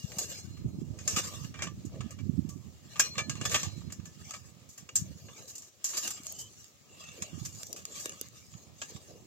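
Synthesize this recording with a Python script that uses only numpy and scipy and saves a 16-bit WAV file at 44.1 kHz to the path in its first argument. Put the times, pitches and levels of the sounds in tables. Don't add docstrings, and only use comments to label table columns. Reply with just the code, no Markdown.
import sys
import numpy as np
from scipy import signal
from scipy.fft import rfft, irfft, next_fast_len
from scipy.io import wavfile
from scipy.ndimage import uniform_filter1d, map_coordinates

SR = 44100
rng = np.random.default_rng(int(sys.argv[2]) if len(sys.argv) > 2 else 0)


def to_wav(sig):
    pcm = np.clip(np.atleast_2d(sig), -1, 1) * 32767
    pcm = np.round(pcm).astype(np.int16)
    wavfile.write(sys.argv[1], SR, pcm.T)


def makeup_ratio(level_db):
    decades = np.asarray(level_db, float) / 20
    return 10 ** decades


N = 408366

# pitch_hz, level_db, t60_s (time to fade by 60 dB)
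TUBE_MODES = [(652, -8.5, 0.047), (1180, -29.5, 0.063), (1260, 5, 0.029), (1640, -37, 0.086),
              (1750, -5.5, 0.21), (1910, -3, 0.075), (2340, 0, 0.085), (2540, -10, 0.14), (2860, 0, 0.15),
              (2900, 5.5, 0.02), (3233, -4, 0.13), (3560, -0.5, 0.047)]
# pitch_hz, level_db, t60_s
WALL_MODES = [(4770, -12, 0.12), (5150, -3, 0.037), (5520, -23, 0.13), (5850, -7, 0.26), (6340, -4, 0.14),
              (6870, -6.5, 0.13), (6700, -3, 0.13), (6700, -13, 0.098), (7450, -5.5, 0.078),
              (8060, -55, 0.19), (8800, -29, 0.18), (8484, -3, 0.042), (9560, -17.5, 0.14)]
# pitch_hz, level_db (per Hz)
CRACK_COLOUR = [(290, -69), (500, -10), (787, -29), (952, -41), (1170, -14.5), (1410, -23.5), (1640, -20.5),
                (2220, -22), (2500, -19), (3400, -15), (3660, -11), (7270, 16), (9060, -5.5), (15300, 11),
                (16500, -52)]
# pitch_hz, level_db (per Hz)
FIZZ_COLOUR = [(8000, 6.5), (8800, 7.5), (11000, 12.5), (15000, 13), (16500, -34.5)]
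# pitch_hz, level_db (per Hz)
GRASS_COLOUR = [(120, -25), (200, -2.5), (573, -7), (829, -12.5), (1240, 4), (1470, -12), (2800, -11.5),
                (3770, -12), (7320, -14.5), (8490, -28), (8970, -27.5), (15000, -25), (16500, -16.5)]


def in_time(rows):
    s, *columns = np.transpose(rows)
    return [np.interp(np.arange(N) / SR, s, column) for column in columns]


def rms_one(x):
    return x / np.sqrt(np.mean(x ** 2) + 1e-20)


def response(hz, points, low_hz, high_hz):
    hz = np.maximum(hz, 1)
    point_hz, point_db = np.array(points).T
    gain = makeup_ratio(np.interp(np.log(hz), np.log(point_hz), point_db))
    edges = (1 + (low_hz / hz) ** 8) * (1 + (hz / high_hz) ** 16)
    return rms_one(gain / np.sqrt(edges))


def coloured(x, points, low_hz=20, high_hz=20000):
    size = next_fast_len(x.shape[-1])
    gain = response(np.fft.rfftfreq(size, 1 / SR), points, low_hz, high_hz)
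    return irfft(rfft(x, size) * gain, size)[..., :x.shape[-1]]


def drift(rate_hz, channels=1):
    r = np.exp(-2 * np.pi * rate_hz / SR)
    noise = rng.standard_normal((channels, N + SR))
    slow = signal.lfilter([1], [1, -2 * r, r * r], noise)[:, SR:]
    return rms_one(slow)


def panned(pan_db):
    return makeup_ratio(np.multiply.outer([.5, -.5], pan_db))


def stereo_noise(alike):
    mid, side = rng.standard_normal((2, N))
    alike = np.clip(alike, 0, 1)
    return np.sqrt((1 + alike) / 2) * mid + np.sqrt((1 - alike) / 2) * side * [[1], [-1]]


def centred(x, share):
    return x + np.clip(share, 0, 1) * (x.mean(axis=0) - x)


def swells(rows, rise_db_per_s, fall_db_per_s, rest_db):
    t = np.arange(0, N, 64)[:, None] / SR
    s, held, db = np.transpose(rows)
    loss = rise_db_per_s * np.maximum(s - t, 0) + fall_db_per_s * np.maximum(t - s - held, 0)
    level_db = np.maximum(np.max(db - loss, axis=1), rest_db)
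    return np.interp(np.arange(N) / SR, t[:, 0], level_db)


def ringing(modes, chance, t, spread_db, side_db, detune):
    hz, db, t60 = np.transpose(modes)[:, :, None]
    chance = np.clip(chance[:len(modes)], -1.5, 1.5)
    pitch = hz * (1 + detune * chance[:, 2:])
    rings = np.sin(2 * np.pi * pitch * t) * makeup_ratio(-60 * t / t60)
    gains = makeup_ratio(db[:, 0] + spread_db * chance[:, 0]) * panned(side_db * chance[:, 1])
    return rms_one(gains) @ rings


def wind():
    # start_s, level_db, pan_db (left over right)
    gusts = [(0.0, -57, 16), (0.2, -55, 13), (0.7, -34.5, -8.5), (1.0, -46, -15), (1.9, -42, -5.5),
             (2.37, -45, -28.5), (2.91, -53, 1), (3.3, -42.5, -15.5), (3.85, -43, -14), (4.05, -49, -7),
             (4.88, -61.5, -14.5), (5.04, -43, -8), (5.75, -68.5, 3), (6.42, -54.5, -5), (6.75, -65, 2),
             (7.43, -48, -22.5), (7.68, -57.5, -5.5), (9.26, -56.5, -7.5)]
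    # start_s, peak_db, pitch_hz, pan_db
    eddies = [(0.038, -28.5, 136, 34.5), (0.167, -24, 176, -1), (0.657, -24, 148, -17),
              (0.815, -27.5, 278, -25), (1.168, -25, 214, -24.5), (1.409, -31, 124, -27),
              (1.847, -32, 242, -35.5), (1.997, -21.5, 136, -16), (2.2907, -20, 197, -33),
              (2.376, -26.5, 200, -38), (2.447, -27.5, 199, -31), (2.387, -21, 206, -37),
              (2.66, -35, 192, -24), (3.283, -25.5, 207, -23), (3.718, -38, 106, -9),
              (3.991, -31, 173, -26), (5.015, -24, 146, 22), (6.199, -32.5, 240, 1), (7.411, -30, 138, -27),
              (8.058, -24, 400, 3), (8.212, -29, 380, 4), (8.545, -31.5, 140, -16),
              (8.947, -32.5, 158, -24)]
    # pitch_hz, level_db (per Hz)
    wind_colour = [(18, -48), (30, -18), (57, -0.5), (80, 4.5), (178, -1), (220, -5.5), (448, -19.5),
                   (631, -9), (900, -50), (1170, -66), (1980, -120)]
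    db, pan_db = in_time(gusts)
    lumps = rms_one(makeup_ratio(5.3 * drift(33, channels=2)) * rng.standard_normal((2, N)))
    buffet = coloured(lumps, wind_colour, 81, 391)
    buffet /= np.sqrt(uniform_filter1d(buffet ** 2, size=SR // 5) + 1e-3)
    out = makeup_ratio(db - 2.0) * panned(pan_db) * buffet
    t = np.arange(SR // 20) / SR
    for s, peak_db, hz, side_db in eddies:
        i = round(s * SR)
        puff = np.sin(2 * np.pi * hz * t) * np.exp(-((t * hz - 1.1) / 0.64) ** 2)
        sides = makeup_ratio(peak_db - 10.0) * panned(side_db)[:, None] * puff
        out[:, i:i + len(t)] += sides[:, :N - i]
    return out


def grass():
    waver = makeup_ratio(2.5 * drift(5, channels=2))
    low = makeup_ratio(-7.5) * coloured(stereo_noise(0.49), GRASS_COLOUR, 177, 880) * waver[0]
    high = makeup_ratio(-6.5) * coloured(stereo_noise(0.064), GRASS_COLOUR, 1640, 9300) * waver[1]
    hiss = makeup_ratio(-4.5) * coloured(stereo_noise(0.07), GRASS_COLOUR, 6700)
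    return makeup_ratio(-61) * (low + high + hiss)


def scrape(contacts):
    # start_s (of full pressure), held_s, level_db, low_db (tube modes, relative)
    strokes = [(0.0, 0.36, -52, -10), (1.17, 0.11, -45, -6), (1.96, 0.18, -71.5, 5.5),
               (2.991, 0.087, -51.5, -1), (3.461, 0.11, -46.5, -1.5), (4.26, 0.1, -56.5, -4),
               (5.1, 0.4, -59, -6.5), (6.0, 0.096, -46.5, -8), (6.3, 0.066, -50.5, -27),
               (6.55, 0.052, -59, -10), (7.0, 0.32, -58.5, -1), (7.45, 0.17, -51.5, -14),
               (7.951, 0.22, -54.5, -3.5), (8.35, 0.27, -63, -11.5), (8.85, 0.18, -58.5, -6.5)]
    # start_s, held_s, level_db
    stirs = [(0.18, 0.04, -47.5), (0.95, 0.31, -54.5), (1.63, 0.019, -55.5), (1.95, 0.067, -57),
             (2.98, 0.016, -60), (3.19, 0.022, -60), (3.46, 0.05, -49.5), (5.15, 0.34, -61),
             (5.97, 0.082, -66), (6.35, 0.068, -57.5), (7.15, 0.041, -53.5), (7.7, 0.21, -56.5),
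             (8.0, 0.12, -55), (8.93, 0.19, -57.5)]
    press_db_per_s, ease_db_per_s, rest_db = 109, 76.5, -72
    scrape_db = swells([row[:3] for row in strokes], press_db_per_s, ease_db_per_s, rest_db)
    low_strokes = [(s, held, db + rel) for s, held, db, rel in strokes]
    low_db = swells(low_strokes, press_db_per_s, ease_db_per_s, rest_db - 6.5)
    rustle_db = swells(stirs, rise_db_per_s=142, fall_db_per_s=110, rest_db=-75)
    out = makeup_ratio(scrape_db - 7.0) * coloured(contacts, FIZZ_COLOUR, 3800)
    out += makeup_ratio(rustle_db) * coloured(centred(contacts, 1.0), GRASS_COLOUR, 307, 730)
    t = np.arange(2048) / SR
    even = np.zeros((len(WALL_MODES), 3))
    for db, modes, force, edges in ((scrape_db, WALL_MODES, contacts, (3600, 8700)),
                                    (low_db, TUBE_MODES, centred(contacts, 0.067), (700, 3600))):
        ring = ringing(modes, even, t, 0, 0, 0) * makeup_ratio(-600 * t)
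        rung = rms_one(signal.oaconvolve(force, ring, axes=1)[:, :N])
        raw = coloured(force, CRACK_COLOUR, *edges)
        out += makeup_ratio(db + 1.5) * (makeup_ratio(-3.5) * rung + makeup_ratio(-1.0) * raw)
    return out


def shifting(x, depth_db):
    _, _, frames = signal.stft(x, SR, nperseg=512)
    field = rng.standard_normal(frames.shape[1:])
    field = uniform_filter1d(field, size=3, axis=0)
    field = uniform_filter1d(field, size=9, axis=1)
    patches = rms_one(makeup_ratio(depth_db * rms_one(field)))
    return signal.istft(frames * patches, SR)[1][:, :N]


def afterrings():
    # start_s, pitch_hz, level_db, t60_s
    long_modes = [(0.00098, 2820, -60.5, 0.94), (.185, 4140, -52.5, 1.4), (.185, 2836, -59, 1),
                  (2.495, 1150, -61.5, 0.28), (1.163, 1250, -37, 0.091), (2.998, 1644, -22, 0.043),
                  (2.997, 4180, -44.5, 1.26), (2.996, 2460, -39, 0.26), (3.186, 2330, -35.5, 0.16),
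                  (3.547, 4085, -51, 0.95), (4.956, 7500, -19.5, 0.089)]
    out, t = np.zeros(N + SR), np.arange(SR) / SR
    splits = rng.uniform(.001, .005, len(long_modes))
    for (s, hz, db, t60), split in zip(long_modes, splits):
        i = round(s * SR)
        pair = np.sin(2 * np.pi * hz * t) + 1.5 * np.sin(2 * np.pi * hz * (1 + split) * t)
        out[i:i + SR] += makeup_ratio(db - 60 * t / t60) * (1 - np.exp(-t / .003)) * pair
    return out[:N] * makeup_ratio(1.64 * drift(47))


def rattle(contacts):
    # start_s, peak_db, low_db (tube modes, relative), t60_s (of the rattle)
    ticks = [(0.184, -21.5, -30, 0.24), (0.568, -51.5, -5, 0.1), (1.8523, -40.5, -45, 0.12),
             (4.69, -40, -40, 0.34), (2.107, -39, -22, 0.092), (2.49, -36, -27, 0.42),
             (3.922, -29.5, -26, 0.11), (4.0542, -40, -19, 0.41), (4.7772, -33, -20.5, 0.11),
             (4.9552, -16.5, -34.5, 0.18), (5.553, -37, -46, 0.21), (5.58, -31.5, -49, 0.1),
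             (5.622, -38.5, -21, 0.22), (5.8425, -20.5, -33, 0.33), (5.933, -48, -3, 0.24),
             (6.0751, -32, -19, 0.12), (7.45, -29, -22, 0.2), (7.548, -35, -28, 0.074),
             (7.761, -35.5, -15, 0.2), (7.8185, -45.5, -15, 0.11)]
    # start_s, peak_db, low_db, pitch_hz (strongest tube mode)
    clinks = [(0.118, -38, -6.5, 2460), (1.445, -45, -10, 1260), (3.1542, -46, 4, 1220),
              (3.3534, -38, -7, 1220), (3.412, -27.5, -8, 1710), (3.4522, -19.5, -12.5, 1750),
              (3.998, -45, -6.5, 2820), (4.8895, -36.5, -7.5, 2900), (5.2843, -53.5, 7.5, 2870),
              (7.039, -46, -6.5, 2690), (7.116, -38, -20, 3490), (7.2213, -19.5, -16, 1140),
              (8.1185, -32, -14.5, 3520), (8.538, -66.5, 11.5, 1295)]
    # start_s, peak_db, low_db, pitch_hz (strongest tube mode), t60_s
    clangs = [(0.9874, -32, -16.5, 2500, 0.15), (1.076, -17, -26.5, 2750, 0.19),
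              (1.162, -18.5, -14, 2910, 0.15), (1.5412, -37.5, -0.5, 2380, 0.11),
              (1.5897, -45, 2.5, 1880, 0.15), (1.6212, -25.5, -9.5, 2370, 0.12),
              (1.669, -39, -3, 1180, 0.12), (2.0058, -36, -3, 1290, 0.086),
              (2.1868, -47, -1.5, 2330, 0.085), (2.957, -41.5, 1.5, 1210, 0.082),
              (2.995, -8.5, -18.5, 1630, 0.11), (3.1802, -26, -5, 1224, 0.13),
              (3.2957, -22.5, -13, 1640, 0.1), (3.495, -27.5, -22, 1060, 0.092),
              (3.5437, -17, -6, 2810, 0.11), (3.631, -25, -16.5, 1200, 0.12), (3.901, -47, -4, 2340, 0.06),
              (4.3076, -27.5, -19.5, 1296, 0.077), (4.336, -31, -8, 1274, 0.09),
              (8.8162, -29.5, -8, 1677, 0.09), (8.9608, -56, -1, 1140, 0.067)]
    # start_s, peak_db, low_db, t60_s
    rubs = [(5.474, -38, -56, 0.13), (3.511, -29.5, -9, 0.14), (5.9678, -25, -23, 0.11),
            (6.1044, -25.5, -25, 0.043), (6.385, -30.5, -51, 0.14), (7.9334, -45, -19, 0.3),
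            (7.9588, -43, -23, 0.11), (7.9934, -33, -42, 0.16)]
    # start_s, peak_db, low_db, fizz_db (relative)
    snaps = [(6.234, -33, -40, -17), (6.2678, -24.5, -35, -17), (6.324, -33, -33, 3.5),
             (6.6433, -36, -28, -18), (6.682, -45, -25, -16), (7.6319, -21, -21, -20),
             (7.668, -32, -46, -13), (7.7288, -22.5, -31, -13), (7.853, -20.5, -22, -24),
             (8.0573, -19.5, -15.5, -19), (8.094, -21, -29, -26), (8.2126, -19.5, -24, -4.5),
             (8.2853, -34, -33, -18)]
    knocks = [(s, db, low_db, -24.5 + 0.35 * (db + 13.0), [(hz, 11, .09)], t60, 1.22)
              for s, db, low_db, hz, t60 in clangs + [(*clink, 0.045) for clink in clinks]]
    # start_s, peak_db, low_db, fizz_db, no leading mode, t60_s, rise_ms
    knocks += [(s, db, low_db, -20, [], t60, 1.25) for s, db, low_db, t60 in ticks]
    knocks += [(*snap, [], 0.0076, .4) for snap in snaps]
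    knocks += [(s, db, low_db, -18, [], t60, 25) for s, db, low_db, t60 in rubs]

    chance = rng.standard_normal((len(knocks), 2, len(TUBE_MODES) + 2, 3))
    chance[:, 1, len(TUBE_MODES):] = 0
    out, t = np.zeros((2, N + SR)), np.arange(6144) / SR
    size = 2 * len(t)
    hz = np.fft.rfftfreq(size, 1 / SR)
    wall_crack = makeup_ratio(-9.5) * response(hz, CRACK_COLOUR, 1900, 8800)
    tube_crack = response(hz, CRACK_COLOUR, 860, 3140)
    fizz = makeup_ratio(-0.5) * response(hz, FIZZ_COLOUR, 7300, 20000)
    lead = 64
    late = np.exp(-2j * np.pi * hz * lead / SR)
    for (s, db, low_db, fizz_db, free, t60, rise_ms), (wall, tube) in zip(knocks, chance):
        i = round(s * SR)
        rise = 1 - np.exp(-1000 * t / np.clip(rise_ms, .2, 40))
        shape = makeup_ratio(-60 * t / np.clip(t60, .005, .3)) * rise
        shape *= 1 + 0.88 * np.exp(-t / 0.0025)
        force = rfft(makeup_ratio(db) * shape / shape.max() * contacts[:, i:i + len(t)], size)
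        wall_ring = ringing(WALL_MODES, wall, t, spread_db=4, side_db=9, detune=.008)
        tube_ring = ringing(TUBE_MODES + free, tube, t, spread_db=6.5, side_db=4.5, detune=0.015)
        bright = wall_crack + makeup_ratio(-48.5) * rfft(wall_ring, size)
        low = tube_crack + makeup_ratio(-33) * rfft(tube_ring, size)
        sound = force * (bright + makeup_ratio(fizz_db) * fizz) + centred(force, 0.63) * makeup_ratio(low_db) * low
        out[:, i - lead:i - lead + size] += irfft(sound * late, size)
    return out[:, :N]


def poles():
    # start_s, left_lag_samples
    left_lag = [(0, -4), (6.3, -4), (6.6, 13), (9.3, 13)]
    grain = makeup_ratio(1.25 * drift(310) + 2.67 * drift(13.4))
    contacts = rms_one(grain * stereo_noise(0.076))
    knocks = rattle(np.pad(contacts, ((0, 0), (0, SR))))
    left, right = knocks + shifting(scrape(contacts), depth_db=5.0) + afterrings()
    heard_at = np.arange(N) - in_time(left_lag)[0]
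    return np.array([map_coordinates(left, [heard_at], order=1), right])


def squeaks():
    # start_s, pitch_hz, level_db
    glides = [
        [(6.33, 3000, -64), (6.42, 3060, -51), (6.5, 3150, -64)],
        [(6.88, 2770, -67.5), (7.08, 2690, -53), (7.2, 2740, -69)],
    ]
    out = np.zeros(N)
    narrow = signal.butter(2, 80, fs=SR, output="sos")
    for rows in glides:
        a, b = round(rows[0][0] * SR), round(rows[-1][0] * SR)
        hz, db = in_time(rows)
        sides = signal.sosfilt(narrow, rng.standard_normal((2, b - a)))
        slip = sides[0] + 1j * sides[1]
        turn = np.exp(2j * np.pi * np.cumsum(hz[a:b]) / SR)
        octave = makeup_ratio(-23) * slip[::-1] * turn ** 2
        tone = rms_one(np.real(slip * turn + octave))
        out[a:b] += makeup_ratio(db[a:b] - 1.5) * tone * signal.windows.tukey(b - a, .1)
    return out


def scene():
    return wind() + grass() + poles() + squeaks()


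def roll_off(x):
    return signal.sosfilt(signal.butter(12, 16990, fs=SR, output="sos"), x)


def record(dry):
    # pitch_hz, lost_share
    dropouts = [(2000, 0), (3000, .012), (8300, .006), (8700, .25), (10500, .14), (15500, .06)]
    dry = signal.sosfilt(signal.butter(3, 50, "high", fs=SR, output="sos"), dry)
    hz, s, frames = signal.stft(dry, SR, nperseg=1024)
    band = (hz / 345).astype(int)
    block = np.arange(len(s)) // 4
    share = np.interp(hz, *np.transpose(dropouts))[:, None]
    lost = rng.random((band[-1] + 1, block[-1] + 1))[band][:, block] < share
    treble = np.sum(np.abs(frames[:, hz > 12000]) ** 2, axis=(0, 1))
    attack = treble > makeup_ratio(16) * np.roll(treble, 2)
    edge_hz = np.where(attack, 16700, 15850)
    top_db = -np.clip((hz[:, None] - edge_hz) / 8, 0, 30)
    kept = frames * np.where(lost, makeup_ratio(-30), 1) * makeup_ratio(top_db)
    mix = signal.istft(kept, SR)[1][:, :N]
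    return roll_off(mix)


dry = scene()
out = record(dry)
to_wav(out)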